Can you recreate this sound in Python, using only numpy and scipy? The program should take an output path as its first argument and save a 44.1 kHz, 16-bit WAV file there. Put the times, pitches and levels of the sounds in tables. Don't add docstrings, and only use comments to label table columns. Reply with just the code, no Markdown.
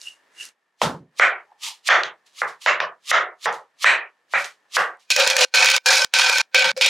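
import sys
import numpy as np
from scipy import signal
from scipy.fft import rfft, irfft, next_fast_len
from scipy.io import wavfile
from scipy.ndimage import uniform_filter1d, minimum_filter1d, map_coordinates

SR = 44100
rng = np.random.default_rng(int(sys.argv[2]) if len(sys.argv) > 2 else 0)


def undo_db(level):
    steps = np.asarray(level, float) / 20
    return 10 ** steps


def persist_wave(psi):
    counts = np.round(np.clip(psi, -1, 1) * 32767).astype(np.int16)
    wavfile.write(sys.argv[1], SR, np.atleast_2d(counts).T)


N = 303849
TIME = np.arange(N) / SR
JAR_START = 5

# (time [s], knock peak [dB], echo [dB], thump over echo [dB], edge over echo [dB])
BOARD_BLOWS = [(0.816, -3.5, -23.5, 10, 0.5), (1.196, 8.5, -2.5, -10, -15), (1.888, 11, 0.5, -9.5, -8.5),
               (2.034, -20.5, -34, -8, 1), (2.417, -12, -22.5, -6.5, -35), (2.661, -2, -8.5, -7.5, -9),
               (2.802, -12, -22.5, -6.5, -6.5), (3.114, 11, -3.5, -8.5, -10),
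               (3.457, -14.5, -21.5, -0.5, -11), (3.843, 20, 1.5, -13, -11), (4.336, -14.5, -14.5, -9, -19),
               (4.767, -3, -10, -9, -13)]
BLOW_SPOTS = [1.01, 1.134, 1.02, 1.01, .96, 1.074, 0.85, 1, 0.94, 1.185, 1.144, 0.94]
# (low [Hz], high [Hz])
BOARD_BANDS = [(480, 1410), (1150, 2117), (2300, 3590), (3600, 6580)]
# (pitch [Hz], width [Hz], level [dB])
TABLE_MODES = [(75, 25, -10), (124, 14, -4.5), (163, 36, 6.5), (194, 150, 0.5), (269, 330, -10)]
# (frequency [Hz], time to fall 60 dB [s])
ROOM_RING = [(150, 0.23), (800, 0.35), (1700, 0.26), (2800, 0.23), (5500, 0.2), (12000, 0.26)]

# (start [s], end [s])
BOUNCES = [(5.103, 5.162), (5.162, 5.365), (5.365, 5.449), (5.539, 5.782), (5.859, 6.049), (6.138, 6.416),
           (6.545, 6.717), (6.765, 6.811), (6.811, 6.9)]
# (rattle [dB], air [dB], wall [dB], ice fizz [dB], settling [dB a second])
BOUNCE_LOADS = [(-18, -45, -29, -22, 191), (-14, -15.5, -14.5, -19.5, 64), (-16, -19, -18.5, -19, -0.5),
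                (-15.5, -30.5, -18.5, -22.5, 0), (-18, -26.5, -16.5, -17.5, 17), (-17, -34.5, -19, -22, 13),
                (-14, -22.5, -15, -24, 55), (-37.5, -25.5, -43, -36.5, 147), (-12, -35, -27, -22, 39)]
# (wall [Hz], rattle [Hz])
FAVOURED_NOTES = [(1530, 2400), (1035, 2450), (1790, 2900), (1530, 2300), (1600, 2400), (1530, 2400),
                  (1530, 2300), (968, 2260), (1530, 2400)]
SWELL_SHARES = [1.22, 0.42, 0.37, 1]
# (time [s], peak [dB], body [dB], swell of the rattle [dB])
CLEAR_STRIKES = [(5.103, -9, -13.5, 4.5), (5.1629, 0.9, -9, 2), (5.1984, -6.5, -3, 8),
                 (5.2751, 1.5, -10.5, 11.5), (5.3003, 0, -13, 7.5), (5.3656, 2.5, -9.5, 1.5),
                 (5.4086, -4.5, -3.5, 7), (5.5469, -6, -9.5, 0), (5.5576, -9.5, -2, 5),
                 (5.5962, -11, -11.5, 3.5), (5.6452, -6.5, -12.5, 3.5), (5.6582, 2.5, -15.5, 9),
                 (5.7007, 0, -14, 7.5), (5.7164, -5.5, -9, -1.5), (5.7638, 1.5, -16.5, 3),
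                 (5.862, -6, -8.5, 4.5), (5.9282, -7.5, -1.5, 8), (5.9561, 2.2, -9.5, 10),
                 (6.0454, -5, -12, 4), (6.1371, 0.5, -14, 6), (6.1868, -10.5, -13, 5),
                 (6.219, -20.5, -7.5, -0.5), (6.2964, -8, 2, 1), (6.383, -8, -12, 2),
                 (6.5469, -5.5, 0.5, 7.5), (6.5935, -10, -5, 6.5), (6.656, -19, 1.3, 2),
                 (6.7755, -23.5, -12.5, 2.5), (6.8158, -11, -11.5, 1), (6.8626, -7, -6.5, 0.5)]
# (pitch [Hz], width [Hz], level [dB])
JAR_MODES = [(520, 18, -2), (548, 22, -5), (750, 30, -8), (968, 25, -8), (1220, 35, -12), (1435, 40, -7),
             (1530, 30, 0), (1640, 30, -4), (1790, 50, -9), (1960, 35, -9), (2260, 45, -1), (2400, 40, 0),
             (2520, 45, -1), (2850, 70, -8), (3105, 50, -5), (3320, 60, -9), (3700, 90, -9), (4190, 55, -7),
             (5010, 50, -11), (5300, 90, -13), (5800, 110, -14), (6970, 150, -19)]
# (frequency [Hz], level [dB per Hz])
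ICE_COLOUR = [(350, -62), (600, -19.5), (944, -2.5), (1050, -9.5), (1490, -9), (1850, -13), (2340, -5),
              (2830, -6.5), (6200, -10), (16000, -40)]
# (time [s], level [dB])
FRUIT_PLOPS = [
    (6.56, -55.5),
    (6.641, -51),
    (6.78, -60.5),
]

# (landing [s], hiss
# [dB], time to grow 40 dB [s], time at full hiss [s])
LANDING_HISSES = [(.816, -46, .05, .002), (1.195, -33, .04, .004), (1.887, -23, .035, .014),
                  (2.417, -38, .08, .03), (2.659, -41, .03, .04), (3.113, -21, .07, .008),
                  (3.456, -29, .065, .005), (3.842, -27, .05, .015), (4.335, -39, .05, .004),
                  (4.765, -22, .05, .01)]
# (time [s], hiss [dB], time to grow 40 dB [s], hold [s])
FLESH_WIPES = [(.8175, -20.5, .003, .014), (1.635, -30, .05, .05), (2.266, -55, .025, .002),
               (2.43, -50, .03, .01), (2.482, -43.5, .02, .002), (3.538, -44, .08, .005),
               (4.385, -37, .085, .035), (4.445, -38, .015, .005), (4.772, -32, .004, .035),
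               (4.998, -60, .02, .035)]
# (frequency [Hz], level [dB per Hz])
FLESH_COLOUR = [(710, -33), (1200, -6), (1470, -21), (2090, -5.5), (2590, -4), (2920, -1), (4170, -2),
                (5020, -4), (6720, -6.5), (11300, -17), (16000, -33)]
# (time [s], level [dB], pitch [Hz])
PEEL_SLIDES = [
    (1.521, -52.5, 840),
    (1.692, -41, 918),
]
# (time [s], peak [dB], pitch [Hz])
SMALL_SNAPS = [(.0154, -24, 4800), (.4534, -25, 6800), (2.0348, -8, 3300), (3.5274, -30, 5500),
               (4.4448, -19, 4800), (4.9714, -56, 7000)]

# (time [s], pressed for [s], scrape [dB], pulp [dB])
SPOON_STROKES = [
    (.02, 0.059, -47, -57),
    (0.409, 0.037, -41.5, -47),
]
# (time [s], level [dB])
BOWL_RINGS = [
    (.022, -51),
    (0.073, -33),
    (0.41, -29.5),
    (.47, -69),
]

# (start [s], level [dB])
SHOT_HUMS = [(0, -63), (.52, -73.5), (1.12, -65), (1.55, -68), (2.1, -66.5), (2.7, -68), (4.298, -66),
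             (5.0, -69.5)]
# (frequency [Hz], level [dB per Hz])
HUM_COLOUR = [(30, -45), (160, -15), (400, -7), (1000, -4), (1550, -7), (1780, 2), (2000, -9), (4000, -17),
              (8000, -24), (13000, -33), (16000, -42)]


def unit(x):
    return x / np.sqrt(np.mean(x ** 2) + 1e-20)


def along(points, hz):
    f, v = np.transpose(points)
    return np.interp(np.log(hz + 1), np.log(f + 1), v)


def filtered(x, response):
    m = next_fast_len(x.shape[-1] + 8192)
    spectrum = rfft(x, m) * response(np.fft.rfftfreq(m, 1 / SR))
    return irfft(spectrum, m)[..., :x.shape[-1]]


def peak(hz, width_hz):
    return lambda f: 1j * f * width_hz / (hz * hz - f * f + 1j * f * width_hz)


def band(low_hz, high_hz):
    def response(f):
        x = 1j * (f * f - low_hz * high_hz) / ((f + 1e-6) * (high_hz - low_hz))
        first = x * x + 2 * np.sin(np.pi / 8) * x + 1
        second = x * x + 2 * np.cos(np.pi / 8) * x + 1
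        return 1 / (first * second)
    return response


def stereo(mid, side, side_db):
    return np.array([mid + undo_db(side_db) * side, mid - undo_db(side_db) * side])


def noise(response, side_db, grit_db=0., count=N):
    grit = undo_db(grit_db * unit(uniform_filter1d(rng.standard_normal(count), size=60)))
    mid, side = filtered(rng.standard_normal((2, count)) * grit, response)
    return np.pad(unit(stereo(mid, side, side_db)), ((0, 0), (0, N - count)))


def tail(side_db):
    hz, t, z = signal.stft(rng.standard_normal((2, SR // 2)), SR, nperseg=256)
    dying = z * undo_db(-60 * t / along(ROOM_RING, hz)[:, None])
    mid, side = signal.istft(dying, SR, nperseg=256)[1]
    return stereo(mid, side, side_db)


def add(out, s, x):
    part = out[..., round(s * SR):][..., :x.shape[-1]]
    part += x[..., :part.shape[-1]]


def fading(db, t, t60, rise):
    level = db - 60 * t / t60
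    return undo_db(level - 1.1 * np.maximum(0, -47.0 - level)) * (1 - np.exp(-t / rise))


def swell(s, db, held_s, rise, fall):
    level = db - rise * np.maximum(0, s - TIME) - fall * np.maximum(0, TIME - s - held_s)
    gain, heard = np.zeros(N), level > -120
    gain[heard] = undo_db(level[heard])
    return gain


def board_knock(blow, echo_db):
    def wood(f):
        return sum(undo_db(level - edges[0] / 400) * band(*edges)(f)
                   for level, edges in zip(echo_db, BOARD_BANDS))
    knock = filtered(blow[:2000], wood)
    click = undo_db(-60 * TIME[:len(knock)] / 0.0026) * rng.standard_normal(len(knock))
    return knock / np.abs(knock).max() + .015 * click


def table_response(f):
    return sum(undo_db(db) * peak(hz, width_hz)(f) ** 2 for hz, width_hz, db in TABLE_MODES)


def chops():
    out, t = np.zeros((2, N)), TIME[:18000]
    for k, (s, db, body_db, thump_db, edge_db) in enumerate(BOARD_BLOWS):
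        fruit = k == 0
        echo_db = body_db + np.array([thump_db, 0, edge_db, edge_db - 7])
        blow = undo_db(-60 * t / .015) * rng.standard_normal(len(t))
        add(out, s, undo_db(db + 6.5) * board_knock(blow, echo_db))

        damping = .75 if fruit else 1
        rise_s = np.interp(body_db, [-22, -2], [0.012, 0.02])
        grain = list(zip(np.geomspace(400, 8000, num=26), rng.normal(0, 2.5, size=26)))
        for level, edges in zip(echo_db, BOARD_BANDS):
            def spot(f):
                return band(*edges)(f / BLOW_SPOTS[k]) * undo_db(along(grain, f))
            mid, side = unit(filtered(rng.standard_normal((2, len(t))), spot))
            fade = fading(level + 5, t, damping * along(ROOM_RING, np.mean(edges)), rise=rise_s)
            add(out, s, fade * stereo(mid, side, -13))

        heavy_db, slow_s = (-20, .02) if fruit else (0.26 * echo_db[0] - 36, .06)
        drone = unit(filtered(rng.standard_normal(len(t)), table_response))
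        add(out, s, fading(heavy_db, t, 0.47, rise=slow_s) * drone)
        hollow = unit(filtered(rng.standard_normal(len(t)), band(340, 480)))
        add(out, s, fading(echo_db[0] - 7.5, t, 0.4, rise=0.21) * hollow)
    return out


def jar_ringing(blows, now, bounce):
    n = len(now)
    modes = np.zeros((4, n))
    for hz, width_hz, db in JAR_MODES:
        mood = map_coordinates(rng.standard_normal(200), [now * 22], order=1)
        octaves = np.log2(hz / np.array(FAVOURED_NOTES))
        near = np.exp(-(octaves / 0.081) ** 2).max(1)
        drive = blows * rng.standard_normal(n) * undo_db(db + 4 * mood + 6.5 * near[bounce])
        note = peak(hz, np.clip(1.5 * width_hz, 20, 240))
        modes[np.searchsorted([650, 1900, 4500], hz)] += filtered(drive, lambda f: note(f) ** 2)
    return modes


def ice_cracks(blows):
    n = len(blows)
    strength = signal.fftconvolve(np.sqrt(blows), undo_db(-60 * TIME[:900] / .03))[:n]
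    cracks = strength * rng.standard_normal(n)
    return [unit(filtered(cracks, lambda f: undo_db(along(ICE_COLOUR, f)) * band(*edges)(f)))
            for edges in ((650, 1900), (1900, 4500), (4500, 16000))]


def tumbling(now, bounce, starts, ends):
    n = len(now)
    chance = rng.random((2, n))
    blows = (chance[0] < 330 / SR) * undo_db(-2.5 * np.log(chance[1]))
    deep, wall, rattle, high = jar_ringing(blows, now, bounce)
    wall_ice, body_ice, fizz_ice = ice_cracks(blows)
    layers = (unit(rattle) + 0.59 * body_ice, filtered(deep, band(430, 1000)),
              unit(wall) + 0.45 * wall_ice, fizz_ice + 0.51 * unit(high))

    swell_db, duck_db, t = np.zeros(n), np.zeros(n), TIME[:2500]
    peak_s = 0.01
    for s, db, _, rattle_db in CLEAR_STRIKES:
        add(duck_db, s - JAR_START, -.55 * max(0, db + 19) * np.exp(-t / .012))
        add(swell_db, s - JAR_START, rattle_db * t / peak_s * np.exp(1 - t / peak_s))

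    load = np.array(BOUNCE_LOADS)[bounce].T
    settle_db = -load[-1] * (np.clip(now, starts[bounce], ends[bounce]) - starts[bounce])
    room = tail(side_db=-11)
    out = np.zeros((2, n))
    for k, layer in enumerate(layers):
        both = unit(layer) + 0.76 * unit(signal.fftconvolve(layer[None], room, axes=1)[:, :n])
        both /= np.sqrt(np.abs(uniform_filter1d(both.mean(0) ** 2, size=1700)) + 1e-9)
        out += both * undo_db(load[k] + settle_db + SWELL_SHARES[k] * swell_db + duck_db)
    return out


def clear_strikes(n):
    out, t = np.zeros((2, n)), TIME[:2500]

    def snap_colour(f):
        return band(1200, 6500)(f) + .25 * band(6500, 12000)(f) + .04

    for s, db, body_db, _ in CLEAR_STRIKES:
        burst = rng.standard_normal(len(t)) + .3 * rng.standard_normal((2, len(t)))
        snap = filtered(undo_db(-60 * t / .024) * burst, snap_colour)
        crack = undo_db(db - 7 - 60 * t[:60] / .002) * rng.standard_normal(60)
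        add(out, s - JAR_START, crack)
        ring = np.zeros(len(t))
        for hz, _, level in JAR_MODES:
            fade = undo_db(level + rng.normal(0, 6) - 60 * t / 0.04)
            ring += fade * np.sin(2 * np.pi * hz * t + 3 * rng.random())
        strike = snap / np.abs(snap).max() + undo_db(body_db + 1.5) * ring / np.abs(ring).max()
        add(out, s - JAR_START, undo_db(db + 4) * strike)
    return out


def bounce_gate(now, bounce, starts, ends):
    early, late = starts[bounce] - now, now - ends[bounce]
    lingering_db = np.where(late > 0, -27 - 480 * late, 0)
    gate_db = np.where(early > 0, -30.5 - 860 * early, lingering_db)
    joined = sum((now > a) & (now <= b) for a, b in BOUNCES) > 0
    return uniform_filter1d(np.where(joined, 1, undo_db(gate_db)), size=24)


def fruit_plops(n):
    out, t = np.zeros(n), TIME[:6000]
    for s, db in FRUIT_PLOPS:
        thump = unit(filtered(rng.standard_normal(len(t)), band(130, 240)))
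        add(out, s - JAR_START, fading(db + 23.5, t, 0.4, rise=.02) * undo_db(-16.5) * thump)
    return out


def jar():
    now = TIME[JAR_START * SR:]
    n = len(now)
    starts, ends = np.transpose(BOUNCES)
    bounce = np.clip(np.searchsorted(starts, now) - 1, 0, None)
    coming = np.clip(np.searchsorted(starts - .03, now) - 1, 0, None)
    bounce = np.where(now > ends[bounce], coming, bounce)
    out = tumbling(now, bounce, starts, ends) + clear_strikes(n)
    out = out * bounce_gate(now, bounce, starts, ends)
    out = filtered(out, band(440, 17000))
    out += fruit_plops(n)
    add(out, BOUNCES[4][1] - .002 - JAR_START, undo_db(-30) * np.hanning(90))
    return np.pad(out, ((0, 0), (N - n, 0)))


def tearing():
    gain = np.zeros(N)
    for s, db, lead_s, full_s in LANDING_HISSES:
        gain += swell(s - full_s, db, full_s, 40 / np.clip(lead_s, .002, 1), fall=1500)
    for s, db, lead_s, held_s in FLESH_WIPES:
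        gain += swell(s, db, held_s, 40 / np.clip(lead_s, .002, 1), fall=304)
    return gain * noise(lambda f: undo_db(along(FLESH_COLOUR, f)), side_db=-11.5, grit_db=1.5)


def peel_squelch():
    out = np.zeros((2, N))
    for s, db, hz in PEEL_SLIDES:
        wet = noise(lambda f: peak(hz, 190)(f) ** 2, side_db=-18.5, grit_db=5.0, count=2 * SR)
        out += swell(s, db, 0, rise=310, fall=330) * wet
    return out


def small_snaps():
    out, t = np.zeros((2, N)), TIME[:600]
    for s, db, hz in SMALL_SNAPS:
        snap = filtered(undo_db(-60 * t / .005) * rng.standard_normal(len(t)), band(.55 * hz, 1.5 * hz))
        add(out, s, undo_db(db) * snap / np.abs(snap).max())
    return out


def spoon():
    scrape = noise(lambda f: peak(5600, 4500)(f) * band(2800, 10500)(f),
                   side_db=-11.0, grit_db=2, count=SR)
    bowl = noise(lambda f: peak(2820, 160)(f) ** 2, side_db=-18, grit_db=3, count=SR)
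    pulp = noise(lambda f: peak(1900, 1500)(f) ** 2 + 0.27 * peak(450, 500)(f) ** 2,
                 side_db=-6.0, grit_db=-2.5, count=SR)
    out = sum(swell(s, db, 0, rise=690, fall=360) for s, db in BOWL_RINGS) * bowl
    for s, held_s, scrape_db, pulp_db in SPOON_STROKES:
        out += swell(s, scrape_db, held_s, rise=370, fall=240) * scrape
        out += swell(s, pulp_db, held_s, rise=230, fall=150) * pulp
    return out * swell(0, 0, 0.487, rise=0, fall=370)


def kitchen_hum():
    s, db = np.transpose(SHOT_HUMS)
    shot_db = uniform_filter1d(db[np.searchsorted(s[1:], TIME)], size=2000)
    return undo_db(shot_db) * noise(lambda f: undo_db(along(HUM_COLOUR, f)), side_db=-9.0, grit_db=1.5)


def scene():
    at_board = chops() + tearing() + peel_squelch() + small_snaps() + spoon()
    return at_board * undo_db([[-.6], [.6]]) + jar() * undo_db([[-.3], [.3]]) + kitchen_hum()


def recover(need, step):
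    ramp = step * np.arange(len(need))
    reduction = np.log(1 - need + 1e-12)
    return 1 - np.exp(np.maximum.accumulate(reduction + ramp) - ramp)


def roll_off(x):
    return signal.sosfilt(signal.butter(12, 16670, fs=SR, output="sos"), x)


def record(dry):
    need = np.minimum(1, .75 / (np.abs(dry).max(0) + 1e-9))
    gain = recover(minimum_filter1d(need, size=121), 1 / (0.063 * SR))
    held = dry * uniform_filter1d(gain, size=61)
    mix = filtered(held, lambda f: f < 16100)
    return roll_off(mix)


dry = scene()
out = record(dry)
persist_wave(out)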